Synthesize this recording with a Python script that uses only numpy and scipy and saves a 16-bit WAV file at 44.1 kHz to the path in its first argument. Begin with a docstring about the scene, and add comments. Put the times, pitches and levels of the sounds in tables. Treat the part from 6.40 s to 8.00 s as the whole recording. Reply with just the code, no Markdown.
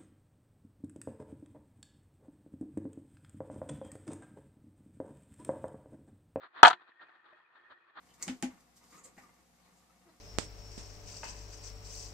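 """A stony trail, heard close up from a camera in a closed case riding along on a mountain bike.
The tyres crunch faintly through the case's resonances and swell over small bumps.
One hard jolt rings the bars and mount, sets loose parts clattering for a tenth of a second
and overloads the microphone. The frame rings on, and a few faint pings follow as the bike rolls down."""
import sys
import numpy as np
from scipy import signal
from scipy.fft import rfft, irfft
from scipy.io import wavfile

SR = 44100
rng = np.random.default_rng(int(sys.argv[2]) if len(sys.argv) > 2 else 0)


def digitize_waveform(pressure):
    """Quantize a signal to 16-bit integers and store it at the path in sys.argv[1].

    Rows of a 2-D input are taken as channels; values are limited to [-1, 1].
    """
    field = np.atleast_2d(pressure).T
    bounded = np.clip(field, -1, 1)
    quanta = np.round(bounded * 32767).astype(np.int16)
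    wavfile.write(sys.argv[1], SR, quanta)


N = 70560
T = np.arange(N) / SR
RISE_S = 0.00022   # attack of every contact


def from_db(db):
    """Decibels to gain."""
    return 10 ** (np.asarray(db) / 20)


def unit_rms(x):
    """Scale to unit power."""
    return x / np.sqrt(np.mean(x ** 2) + 1e-20)


def at_hz(points, hz):
    """Read a table on a log-frequency axis."""
    table_hz, value = np.transpose(points)
    return np.interp(np.log(hz + 1), np.log(table_hz), value)


def sides(difference):
    """Split a difference: plus half to the left, minus half to the right."""
    return np.array([[.5], [-.5]]) * difference


def stereo_noise(colour, pan, likeness):
    """Steady noise with a given spectrum, balance and left-right likeness."""
    hz = np.fft.rfftfreq(N, 1 / SR)
    mid, side = rfft(rng.standard_normal((2, N)))
    alike = np.clip(at_hz(likeness, hz), -1, 1)
    pair = np.sqrt(1 + alike) * mid + 2 * sides(np.sqrt(1 - alike) * side)
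    gain = from_db(at_hz(colour, hz) + sides(at_hz(pan, hz)))
    return unit_rms(irfft(pair * gain, N))


def drift(rate_hz):
    """A smooth random wander of unit power."""
    pole = np.exp(-2 * np.pi * rate_hz / SR)
    wander = signal.lfilter([1], [1, -2 * pole, pole * pole], rng.standard_normal(N + SR))
    return unit_rms(wander[SR:])


def swells(rows):
    """Bell-shaped humps of level."""
    return sum(from_db(db) * np.exp(-.5 * ((T - time) / half) ** 2) for time, half, db in rows)


def decay(age, t60):
    """A quick rise and an exponential fall; silent before the contact."""
    age = np.maximum(age, 0)
    return (1 - np.exp(-age / RISE_S)) * np.exp(-np.log(1000) * age / t60)


# Steady rolling, just below the camera: (time [s], level [dB])
ROLL_LEVEL = [(0, -72.5), (.11, -72.5), (.22, -65), (.37, -65), (.45, -68.5), (.55, -70), (.68, -64),
              (.81, -68), (.98, -65), (1.07, -70.5), (1.22, -65), (1.43, -69.5), (1.6, -67.5)]
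# Tyres pressing over bumps, and the thumps of deeper ones: (time [s], half length [s], level [dB])
BUMP_SWELLS = [(0.039, .021, -51), (0.172, 0.019, -52), (0.205, 0.023, -48), (0.417, 0.015, -58.5),
               (.49, 0.012, -59), (0.625, 0.016, -54), (.695, 0.0074, -60), (.75, .012, -62),
               (0.865, 0.015, -61.5), (0.911, 0.017, -63), (1.169, 0.013, -60), (1.319, 0.012, -53),
               (1.495, 0.014, -65.5), (1.584, .016, -48)]
THUMP_SWELLS = [(.02, 0.011, -77), (.655, 0.01, -81), (1.315, 0.011, -76.5), (1.595, .012, -71.5)]
# Rolling, bumps and the mount's thud, heard inside the case: (frequency [Hz], level per Hz [dB])
ROLL_SPECTRUM = [(30, -24), (130, -19), (230, -19), (340, -12), (450, -12.5), (700, -8.5), (1250, 0),
                 (1850, -2), (2150, -12), (3400, -19.5), (4400, -25), (5300, -38), (7500, -37),
                 (10000, -41.5), (15000, -42.5)]
BUMP_SPECTRUM = [(30, -34), (130, -25.5), (230, -18), (340, -6), (450, -11.5), (700, -5.5), (1250, 2.5),
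                 (1800, 0.5), (2200, -13), (2900, -17), (3500, -12.5), (4500, -22), (5100, -40),
                 (9000, -54), (15000, -56.5)]
THUD_SPECTRUM = [(30, 0.5), (70, -1), (130, -3.5), (280, 0.5), (500, -7), (1000, -30.5), (4000, -72)]
# Resonances of the case around the microphone: (frequency [Hz], width per filter pass [Hz], level [dB])
CASE_RESONANCES = [(349.1, 35, -17.5), (1826, 150, -4), (2480, 150, -13.5), (3320, 110, -20.5)]
# Where the tyres sit at the microphone: (frequency [Hz], left minus right [dB])
TYRE_PAN = [(100, -2), (380, -5.5), (700, -4), (1300, 1.5), (2400, 2.5), (4200, 15.5), (7000, 2.5),
            (15000, -2)]
# How alike they are on both sides: (frequency [Hz], correlation [0-1])
TYRE_LIKENESS = [(60, 0), (290, .55), (640, .3), (1400, 0.36), (3100, 0.17), (15000, 0.017)]


def tyres():
    """Gritty rolling noise that rings the case and swells over every bump."""
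    image = TYRE_PAN, TYRE_LIKENESS
    roll = stereo_noise(ROLL_SPECTRUM, *image)
    drive = stereo_noise(ROLL_SPECTRUM, *image)
    for hz, width, db in CASE_RESONANCES:
        b, a = signal.iirpeak(hz, hz / width, fs=SR)
        case_ring = unit_rms(signal.lfilter(b, a, signal.lfilter(b, a, drive)))
        waver_db = 3 * drift(rate_hz=16)   # each ring comes and goes
        roll = roll + from_db(db + waver_db) * case_ring
    roll_gain = from_db(np.interp(T, *np.transpose(ROLL_LEVEL)))
    bumps = swells(BUMP_SWELLS) * stereo_noise(BUMP_SPECTRUM, *image)
    thumps = swells(THUMP_SWELLS) * stereo_noise(THUD_SPECTRUM, *image)
    grit_db = 1.63 * drift(rate_hz=180)
    return (roll_gain * roll + bumps + thumps) * from_db(grit_db)


# Contacts of the jolt, close to the microphone; each level is a drive, scaled where it is played:
# (time [s], ring [dB], most excited pitch [Hz], rattle [dB], crack [dB], thud [dB])
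JOLT_CONTACTS = [(0.231, 6, 1214, -8.5, -21.5, -32), (0.23608, -7.5, 1152, -17.5, -26.5, -42.5),
                 (0.23923, -19, 967, -26.5, -37.5, -50), (0.2492, -8, 1228, -10.5, -26, -38.5),
                 (0.2533, -10, 612.4, -21.5, -42.5, -50), (0.2568, -6, 2058, -15.5, -30, -44.5),
                 (0.2603, -15, 1194, -19.5, -35, -51), (0.2683, -16.5, 1553, -21, -26, -47.5),
                 (0.27273, -15.5, 766, -30.5, -40, -47), (0.27417, -12.5, 784, -32, -44.5, -50),
                 (0.2794, -18, 1749, -17, -19.5, -49.5), (0.301, -28.5, 1368, -30.5, -36, -71.5),
                 (0.3076, -29, 1320, -26.5, -44, -69.5), (0.3117, -28, 1399, -33, -56, -69),
                 (0.33019, -34.5, 1326, -31, -57, -54), (0.33293, -35, 1303, -36, -64, -70)]
# Modes of the bars and mount, right at the camera:
# (frequency [Hz], level [dB], t60 [s], left minus right [dB], left lead [rad])
BAR_MODES = [(273, -34, 0.052, -3, 0), (366, -29.5, 0.061, -6.5, -2.6), (648, -17, 0.078, -4, -0.74),
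             (709, -5.5, 0.048, -4, -5), (808, -18.5, 0.067, -0.54, 1.2), (911.7, -2.5, 0.048, 0.13, 0.69),
             (997, -22.5, 0.15, 3, -0.42), (1162, -19, 0.091, -1.5, 3), (1288, -4.5, 0.044, 9.5, 1.47),
             (1390, -10, 0.027, -3.43, -0.54), (1505, -3.5, 0.024, 4, 1.16),
             (1643, -8.5, 0.021, -1.24, -0.63), (1792, -21, 0.024, 3.5, 2), (2440, -11, 0.031, 3.5, 1.5),
             (2658, -22.5, 0.055, 4, 0.43), (3207, -5, 0.021, 10.5, 4.5), (3330, -15, 0.056, 7, 1.26)]


def bars_and_mount(drive_db=4, focus_db=12.0, focus_octaves=0.5, spread_db=0.2):
    """Every contact rings the same modes, those near its own pitch the most."""
    out, length = np.zeros((2, N)), SR // 6
    hz, level_db, t60, pan_db, lead = np.transpose(BAR_MODES)
    poles = 2j * np.pi * hz - np.log(1000) / t60
    modes = np.exp(poles[:, None] * T[:length])
    placement = from_db(sides(pan_db)) * np.exp(1j * sides(lead))
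    attack = 1 - np.exp(-T[:length] / RISE_S)
    for time, ring_db, pitch, *_ in JOLT_CONTACTS:
        nearness = np.exp(-.5 * (np.log2(hz / pitch) / focus_octaves) ** 2)
        scatter_db = spread_db * rng.standard_normal(len(hz))
        strength = from_db(drive_db + ring_db + level_db + focus_db * (nearness - 1) + scatter_db)
        start = int(time * SR) + 1
        advance = np.exp(poles * (start / SR - time))   # contacts fall between samples
        ring = (placement * strength * advance) @ modes
        out[:, start:start + length] += ring.imag * attack
    return out


# Many small modes of loose parts, and a hard contact's crack: (frequency [Hz], level per Hz [dB])
RATTLE_SPECTRUM = [(30, -45), (150, -33.5), (300, -16), (500, -19), (750, -2), (1600, 0), (2100, -10),
                   (2800, -13), (3400, -10), (4300, -13.5), (5000, -32), (9000, -48), (15000, -60)]
CRACK_SPECTRUM = [(30, -41.5), (500, -20), (2000, -7.5), (4000, 3.5), (5200, -6), (6800, -1), (9000, -7.5),
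                  (10300, -21.5), (15000, -27)]
# Where the clatter sits at the microphone: (frequency [Hz], left minus right [dB])
CLATTER_PAN = [(100, 0), (350, -6.5), (700, -2.5), (1300, -0.5), (2400, 4.5), (4400, 9.5), (8000, 8),
               (15000, 4.5)]
# How alike it is on both sides: (frequency [Hz], correlation [0-1])
CLATTER_LIKENESS = [(60, .6), (300, 0.1), (1200, .6), (2200, 0.9), (4000, 0.08), (15000, 0)]


def clatter(rattle_t60_s=.04, crack_t60_s=.03, thud_t60_s=.063):
    """Each contact rattles the loose parts, cracks brightly and thuds through the mount."""
    times, _, _, rattle_db, crack_db, thud_db = np.transpose(JOLT_CONTACTS)
    thud_db = thud_db.max() + 1.5 * (thud_db - thud_db.max())   # soft contacts thud less than their share
    layers = ((RATTLE_SPECTRUM, rattle_t60_s, rattle_db),
              (CRACK_SPECTRUM, crack_t60_s, crack_db),
              (THUD_SPECTRUM, thud_t60_s, thud_db))
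    age = T[:SR // 4]
    shudder = from_db(-19.5) * decay(age, t60=.1)   # the frame adds a weak tail
    out = 0
    for spectrum, t60, levels_db in layers:
        envelope = decay(age, t60) + shudder
        power = np.zeros(N)
        for start, db in zip((times * SR).astype(int), levels_db):
            power[start:start + len(envelope)] += (from_db(db) * envelope) ** 2
        out = out + np.sqrt(power) * stereo_noise(spectrum, CLATTER_PAN, CLATTER_LIKENESS)
    return out


# The frame after the jolt, then loose parts further down the trail, all faint and centred:
# (time [s], frequency [Hz], level [dB], t60 [s])
FRAME_TONES = [(.307, 732, -32.5, 0.079), (0.305, 1347, -27, .08), (.331, 195.1, -70, 0.18),
               (.331, 358, -51.5, 0.13), (0.248, 2490, -59.5, 0.48), (.249, 3950, -56.5, 0.3)]
LOOSE_PINGS = [(.519, 1802, -51.5, .04), (0.595, 1844, -51.5, 0.22), (.928, 620, -56.5, 0.076),
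               (1.002, 1047, -61, .06)]


def frame_and_pings():
    """The frame rings on and now and then a loose part pings, each as one dying sine."""
    return sum(from_db(db) * decay(T - time, t60) * np.sin(2 * np.pi * hz * (T - time))
               for time, hz, db, t60 in FRAME_TONES + LOOSE_PINGS)


def scene():
    """The rolling bike and its one jolt, heard from on board."""
    jolt = bars_and_mount() + clatter()
    return tyres() + jolt + frame_and_pings()


def record(dry, bass_cut_hz=46, overload_knee=4.0, case_cut_hz=6200, top_hz=16800):
    """The camera in its case thins the bass, flattens peaks at full scale, then dulls and cuts the top."""
    thin = signal.sosfilt(signal.butter(1, bass_cut_hz, "high", fs=SR, output="sos"), dry)
    clipped = thin / (1 + np.abs(thin) ** overload_knee) ** (1 / overload_knee)
    dull = signal.sosfilt(signal.butter(1, case_cut_hz, fs=SR, output="sos"), clipped)
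    return signal.sosfilt(signal.cheby2(12, 70, top_hz, fs=SR, output="sos"), dull)


dry = scene()
out = record(dry)
digitize_waveform(out)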